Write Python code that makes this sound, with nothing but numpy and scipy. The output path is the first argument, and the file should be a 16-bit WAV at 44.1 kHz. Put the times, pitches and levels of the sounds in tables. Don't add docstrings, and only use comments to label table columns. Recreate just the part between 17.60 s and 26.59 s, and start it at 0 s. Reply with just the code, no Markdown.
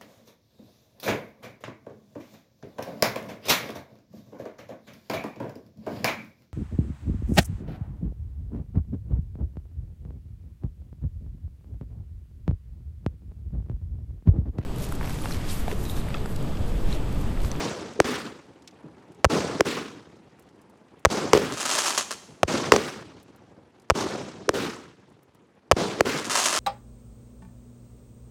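import sys
import numpy as np
from scipy import signal
from scipy.io import wavfile
from scipy.ndimage import uniform_filter1d, minimum_filter1d

SR = 44100
rng = np.random.default_rng(int(sys.argv[2]) if len(sys.argv) > 2 else 0)


def generate_wav(signal):
    frames = np.transpose(np.atleast_2d(signal))
    scaled = np.clip(frames, -1, 1) * 32767
    pcm = np.round(scaled).astype(np.int16)
    wavfile.write(sys.argv[1], SR, pcm)


N = 396459
PAD = 4410

# start in seconds, crack in dB, crack off the near walls in dB,
# ring off the near walls in dB, street echo in dB.
LIFTS = [(0.4016, 26.5, 0, -9.5, -28.5), (2.0075, 27.5, -5.5, -10, -29.5), (3.7322, -3.5, -6, -2.5, -30.5),
         (5.1200, 2.5, -2.5, -5.5, -32), (6.8915, 24.5, -10, -3.5, -29.5), (8.4077, 24, -11, -8, -27)]
# start in seconds, crack in dB, ground bounce in dB, thump in dB, street echo in dB.
BURSTS = [(-.085, 22, -10, -29, -27.5), (1.6452, 25, -8.5, 12, -25), (3.4502, 18.5, -7.5, 0, -25.5),
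          (4.832, 21.5, -29.5, -5.5, -24.5), (6.3, 20, -5.5, 2.5, -26.5), (8.1137, 24, -12, 2, -26)]
# level in dB before the houses answer, their answer in
# seconds, the end of their hold in seconds, their fade in dB per second, far returns in dB, far fade in dB per second.
LIFT_STREET = (2.5, 0.0437, 0.1441, 90, -24, 20.5)
BURST_STREET = (-7.5, 0.04, 0.1113, 47, -11.5, 20.5)
# frequency in Hz, relative level in dB.
FRONT = [(300, -8), (1000, 7.5), (2400, -4), (3900, -7.5), (5500, -3), (8000, -12.5), (12000, -28.5),
         (16000, -36), (22000, -27)]


def gain_of(db):
    return 10 ** (np.asarray(db) / 20)


def evened(x):
    return x / np.sqrt(np.mean(x ** 2) + 1e-20)


def read(points, hz):
    f, value = np.transpose(points)
    return np.interp(np.log(hz + 1), np.log(f + 1), value)


def add(mix, s, sound):
    part = mix[round(s * SR) + PAD:][:len(sound)]
    part += sound[:len(part)]


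def filtered(x, hz, kind, order):
    return signal.sosfilt(signal.butter(order, hz, kind, fs=SR, output="sos"), x)


def sweep(start_hz, end_hz, glide, t60, size=3000):
    t = np.arange(size) / SR
    turns = end_hz * t + (start_hz - end_hz) * glide * (1 - np.exp(-t / glide))
    return np.sin(2 * np.pi * turns) * gain_of(-60 * t / t60)


def coloured(colour, size=1024):
    hz = abs(np.fft.fftfreq(size, 1 / SR))
    log_gain = np.log(gain_of(np.maximum(read(colour, hz), -100)))
    phase = -signal.hilbert(log_gain).imag
    taps = np.fft.ifft(np.exp(log_gain + 1j * phase)).real[:size // 2]
    return taps / abs(taps).max()


def lifts():
    out, t = np.zeros(N + PAD), np.arange(3000) / SR
    push = sweep(420, 400, .01, .08, size=420) * np.hanning(420) ** .5
    street_slaps, walls = slaps(LIFT_STREET), yard()
    for s, crack_db, walls_crack_db, walls_ring_db, echo_db in LIFTS:
        add(out, s, shock(crack_db, crack_db - 5, 320, 0.027))
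        add(out, s - .0108, gain_of(crack_db - 40.5) * push)
        add(out, s, gain_of(echo_db + 4.0) * street_slaps)
        scatter = evened(signal.oaconvolve(rng.standard_normal(3000), coloured(FRONT))[:3000])
        scatter_db = walls_crack_db - 21.5 - 60 * t / 0.36
        add(out, s + .004, gain_of(scatter_db) * scatter * np.hanning(6000)[3000:])
        for delay, wall_crack_db, wall_ring_db in walls:
            bounce = shock(walls_crack_db + wall_crack_db, walls_ring_db + wall_ring_db, 400, 0.023,
                           glide=1.28, rough=0.7, swing=0.083)
            add(out, s + delay, bounce)
    return out


def bursts():
    # delay in seconds, crack in dB, ring in dB,
    # both relative to the burst's own and its ground bounce.
    bounces = [(.0017, -1.5, -3.5), (.0055, 8, -12.5), (0.0131, -33.5, -10.5)]
    out, t = np.zeros(N + PAD), np.arange(900) / SR
    street_slaps = slaps(BURST_STREET)
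    overpressure = .5 * np.exp(-((t - .006) / 0.0033) ** 2)
    suction = np.exp(-((t - .013) / 0.0022) ** 2)
    for s, crack_db, ground_db, thump_db, echo_db in BURSTS:
        ring_db = crack_db - 1.5
        add(out, s, shock(crack_db, ring_db, 386, 0.017))
        add(out, s, gain_of(echo_db - 3.0) * street_slaps)
        for delay, bounce_crack_db, bounce_ring_db in bounces:
            bounce = shock(crack_db + bounce_crack_db, ring_db + bounce_ring_db, 330, 0.024)
            add(out, s + delay, gain_of(ground_db) * bounce)
        add(out, s + 0.0024, gain_of(thump_db) * (overpressure - suction))
    return out


def shock(crack_db, ring_db, ring_hz, t60, glide=2.84, rough=0.2, swing=0.78):
    t = np.arange(3000) / SR
    ragged = rng.standard_normal(3000) * gain_of(-60 * t / 0.0067)
    jump = np.r_[1, -.8, np.zeros(2998)]
    front = signal.oaconvolve(jump + rough * ragged, coloured(FRONT))[:3000]
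    wave = gain_of(crack_db) * (front + swing * sweep(3200, 1000, 0.0002, 0.0066))
    wave += gain_of(ring_db) * sweep(glide * ring_hz, ring_hz, 0.0018, t60)
    return filtered(wave, 70, "highpass", 1)


def yard(count=14):
    # delay in seconds, crack in dB, ring in dB, on top of each lift's own wall levels.
    walls = [(.0011, 3.5, -15), (.0022, -9, -17.5), (.0036, -13, 3), (.018, -13.5, -2), (.042, -9.5, -9),
             (.044, -11.5, -6)]
    place, strength = rng.random((count, 2)).T
    delay = .012 + .11 * (np.arange(count) + place) / count
    loss_db = 170.5 * delay + 4 * strength
    return walls + list(zip(delay, -19 - loss_db, -1.5 - loss_db))


def slaps(shape, count=70):
    out = np.zeros(PAD + SR)
    for place, strength, pitch in rng.random((count, 3)):
        delay = .045 + .4 * place
        db = returns_db(delay, *shape) - 10 * strength
        slap = shock(-6 - 20 * delay, 0, 250 + 900 * pitch, 0.017, glide=1.5, rough=1.0)
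        add(out, delay, gain_of(db) * slap)
    return out[PAD:]


def returns_db(delay, early_db, answer, hold, fade, far_db, far_fade):
    near_db = np.where(delay < answer, early_db, -fade * np.maximum(delay - hold, 0))
    return 10 * np.log10(gain_of(near_db) ** 2 + gain_of(far_db - far_fade * delay) ** 2)


def stars():
    # start in seconds, flurry level in dB,
    # seconds to fade by 60 dB, first pop in dB.
    flurries = [(3.9236, -35.5, .4, -14), (3.973, -33, 0.27, -18), (4.001, -27, 0.22, -14),
                (4.054, -26.5, 0.48, -10), (4.0943, -24.5, .8, -9.5), (4.1798, -22, 0.27, -10.5),
                (4.2378, -25.5, .4, -14.5), (4.259, -24.5, 0.38, -15), (4.3058, -29.5, 0.22, -9.5),
                (4.3488, -30.5, 0.2, -12.5), (4.3772, -18.5, 0.1, -4), (4.4098, -30, .1, -9),
                (4.5088, -28, 0.1, -12), (4.5256, -37, 0.09, -15.5), (8.5768, -38, .25, -13.5),
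                (8.5876, -47, .1, -17.5), (8.5984, -42, .15, -17), (8.6624, -52, .1, -31),
                (8.713, -27, 0.37, -16.5), (4.5164, -38.5, .1, -15.5), (4.0306, -35, 0.18, -12),
                (8.6456, -35.5, 0.28, -16), (8.6979, -29, 0.99, -10), (8.746, -24.5, 0.78, -12),
                (8.774, -24.5, 0.48, -5.5), (8.83, -27, .5, -14), (8.8561, -21.5, 0.41, -8),
                (8.928, -25, 0.72, -6.5), (8.9511, -29, .8, -7)]
    # frequency in Hz, relative level in dB.
    colour = [(120, -38.5), (200, -4.5), (299, -3), (465, -0.5), (529, -3.5), (1020, 3), (1180, 1),
              (1650, -3.5), (6520, 1), (9500, -8.5), (16000, -29)]
    rise_s, pops_per_s, snaps_per_s, snap_db = 0.0032, 1300, 260, 14
    size = N + PAD
    t = (np.arange(size) - PAD) / SR
    power = np.zeros(size)
    for s, db, t60, _ in flurries:
        power += (np.clip((t - s) / rise_s, 0, 1) * gain_of(db - 60 * abs(t - s) / t60)) ** 2
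    level = np.sqrt(power)

    strength = gain_of(3.1 * np.minimum(rng.exponential(1, size), 3.5))
    tiny = strength * (rng.random(size) < pops_per_s / SR)
    pop = coloured(colour)
    tiny = level * evened(tiny) / np.linalg.norm(pop)

    snaps = gain_of(snap_db - 10 * rng.random(size)) * (rng.random(size) < snaps_per_s / SR)
    loud = level * snaps
    for s, *_, first_db in flurries:
        add(loud, s, gain_of([first_db]))

    u = np.arange(SR // 2) / SR
    kind = rng.integers(0, 8, size)
    ragged = rng.standard_normal((8, 200)) * gain_of(-60 * u[:200] / 0.0026)
    kicks = loud.copy()
    for k, shape in enumerate(ragged):
        kicks += signal.oaconvolve(tiny * (kind == k), shape / np.linalg.norm(shape))[:size]

    dull = signal.lfilter([1], [1, -.3], rng.standard_normal(len(u)))
    echo = dull * (gain_of(-60 * u / 0.83) + 3 * gain_of(-60 * u / 0.041))
    kicks += gain_of(-10.0) * signal.oaconvolve(kicks, echo / np.linalg.norm(echo))[:size]
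    thock = 0.18 * signal.oaconvolve(loud, sweep(2600, 580, 0.00074, 0.019, size=600))
    return signal.oaconvolve(kicks, pop)[:size] + thock[:size]


def embers(faint_count=70):
    ticks = list([(0.3354, -49, 4470), (1.0216, -56, 4890), (1.075, -38, 3900), (1.1094, -57, 4060),
                  (1.5194, -60, 6420), (1.5469, -59.5, 5970), (2.794, -55.5, 8500), (2.8235, -62, 8000),
                  (2.8888, -61, 4900), (3.0155, -60, 7500), (3.0969, -62, 7500), (3.3937, -61, 8600),
                  (5.5992, -55, 4040), (5.629, -57, 8860), (5.7604, -60, 9100), (6.1975, -59, 6080),
                  (6.2194, -60.5, 6050), (7.6307, -61.5, 10650), (7.747, -64, 8660)])
    for when, weakness, pitch in rng.random((faint_count, 3)):
        ticks.append((when * N / SR, -64 - 12.5 * weakness, 4200 * 1.6 ** pitch))
    return puffs([(*tick, 0.038) for tick in ticks], 1.6, .0005)


def far_bangs():
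    # start in seconds, level in dB, centre in Hz, seconds to fade by 60 dB.
    thuds = [(1.237, -38, 210, 0.28), (1.255, -53, 297, 0.16), (1.495, -45, 200, 0.17),
             (4.682, -39.5, 152, 0.18), (5.978, -53.5, 376, 0.31), (7.78, -61.5, 357, 0.24)]
    return puffs(thuds, 1.7, .006)


def puffs(rows, width, rise):
    out, t = np.zeros(N + PAD), np.arange(6000) / SR
    for s, db, hz, t60 in rows:
        band = [hz / width, min(hz * width, 18000)]
        puff = evened(filtered(rng.standard_normal(6000), band, "bandpass", 2))
        add(out, s, gain_of(db - 60 * t / t60) * np.minimum(t / rise, 1) * puff)
    return out


def street():
    # frequency in Hz, relative level in dB.
    lift_colour = [(29, -59.5), (50, -29.5), (203, -8.5), (271, -2.5), (371, -6.5), (439, -4.5), (678, -19),
                   (1210, -12.5), (4900, -21), (16000, -38.5)]
    burst_colour = [(29, -47.5), (50, -21), (198, -4), (408, 0), (765, -9), (1100, -10.5), (2010, -17),
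                    (5950, -19.5), (8970, -29), (16000, -46)]
    night = [(24, -42), (40, -17), (91, -5.5), (382, -1), (630, -10.5), (873, -9.5), (1150, -15.5),
             (1630, -18), (6820, -35), (10200, -40.5), (16000, -59.5)]
    # frequency in Hz, dB lost per second of travel (a negative loss is a gain).
    air_loss = [(100, -14.5), (400, 5), (1000, 7), (3000, 9), (8000, 12), (16000, 52)]
    # time in seconds, level in dB.
    night_level = [(0, -52), (1.6, -53), (3.1, -55.5), (4.8, -53.5), (6.2, -57.5), (7.8, -59.5), (9, -59)]
    frames, hz = (N + PAD) // 128 + 5, np.fft.rfftfreq(512, 1 / SR)
    t = (np.arange(frames) * 128 - PAD) / SR

    def unit(colour):
        gain = gain_of(read(colour, hz))
        return gain[:, None] ** 2 / np.mean(gain ** 2)

    power = unit(night) * gain_of(np.interp(t, *np.transpose(night_level))) ** 2
    for shots, shape, colour in ((LIFTS, LIFT_STREET, lift_colour), (BURSTS, BURST_STREET, burst_colour)):
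        for s, *_, echo_db in shots:
            delay = np.maximum(t - s, 0)
            db = echo_db + returns_db(delay, *shape) - read(air_loss, hz)[:, None] * delay
            window = (t > s + .008) * np.clip(2 - delay, 0, 1)
            power += unit(colour) * gain_of(db) ** 2 * window

    a, b, patches = rng.standard_normal((frames, 257, 3)).T
    patches = evened(uniform_filter1d(uniform_filter1d(patches, 20, 0), 6, 1))
    lumps = evened(uniform_filter1d(rng.standard_normal(frames), 2))
    white = (a + 1j * b) * gain_of(2.0 * patches + 1.5 * lumps)
    scale = np.std(signal.istft(white, nperseg=512, noverlap=384)[1])
    returns = signal.istft(white * np.sqrt(power), nperseg=512, noverlap=384)[1][:N + PAD] / scale
    return filtered(returns, 60, "highpass", 4)


def scene():
    mix = lifts() + bursts() + stars() + embers() + far_bangs() + street()
    return mix[None, PAD:]


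def band_limit(x):
    return signal.sosfilt(signal.butter(12, 16820, fs=SR, output="sos"), x)


def record(dry):
    heard = filtered(dry[0], 64, "highpass", 2)
    bass = filtered(filtered(heard, 140, "lowpass", 2), 140, "lowpass", 2)
    upper = filtered(filtered(heard, 120, "highpass", 2), 120, "highpass", 2)
    trigger_db = 20 * np.log10(abs(filtered(upper, 750, "highpass", 2)) + 1e-9)
    over_db = 1.339 * np.maximum(trigger_db - 6, 0)
    hold = round(0.043 * SR)
    held_db = -minimum_filter1d(-np.r_[np.zeros(hold), over_db], hold + 40, origin=-20)
    held_db = held_db[hold // 2 + 20:][:N]
    fall = np.arange(N) * 3600.0 / SR
    held_db = np.maximum.accumulate(held_db + fall) - fall
    bass_kept = gain_of(-.8 * uniform_filter1d(held_db, 200))
    ducked = upper / gain_of(uniform_filter1d(held_db, 12)) + bass_kept * bass
    return band_limit(0.96 * np.tanh(ducked / .95)[None])


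dry = scene()
out = record(dry)
generate_wav(out)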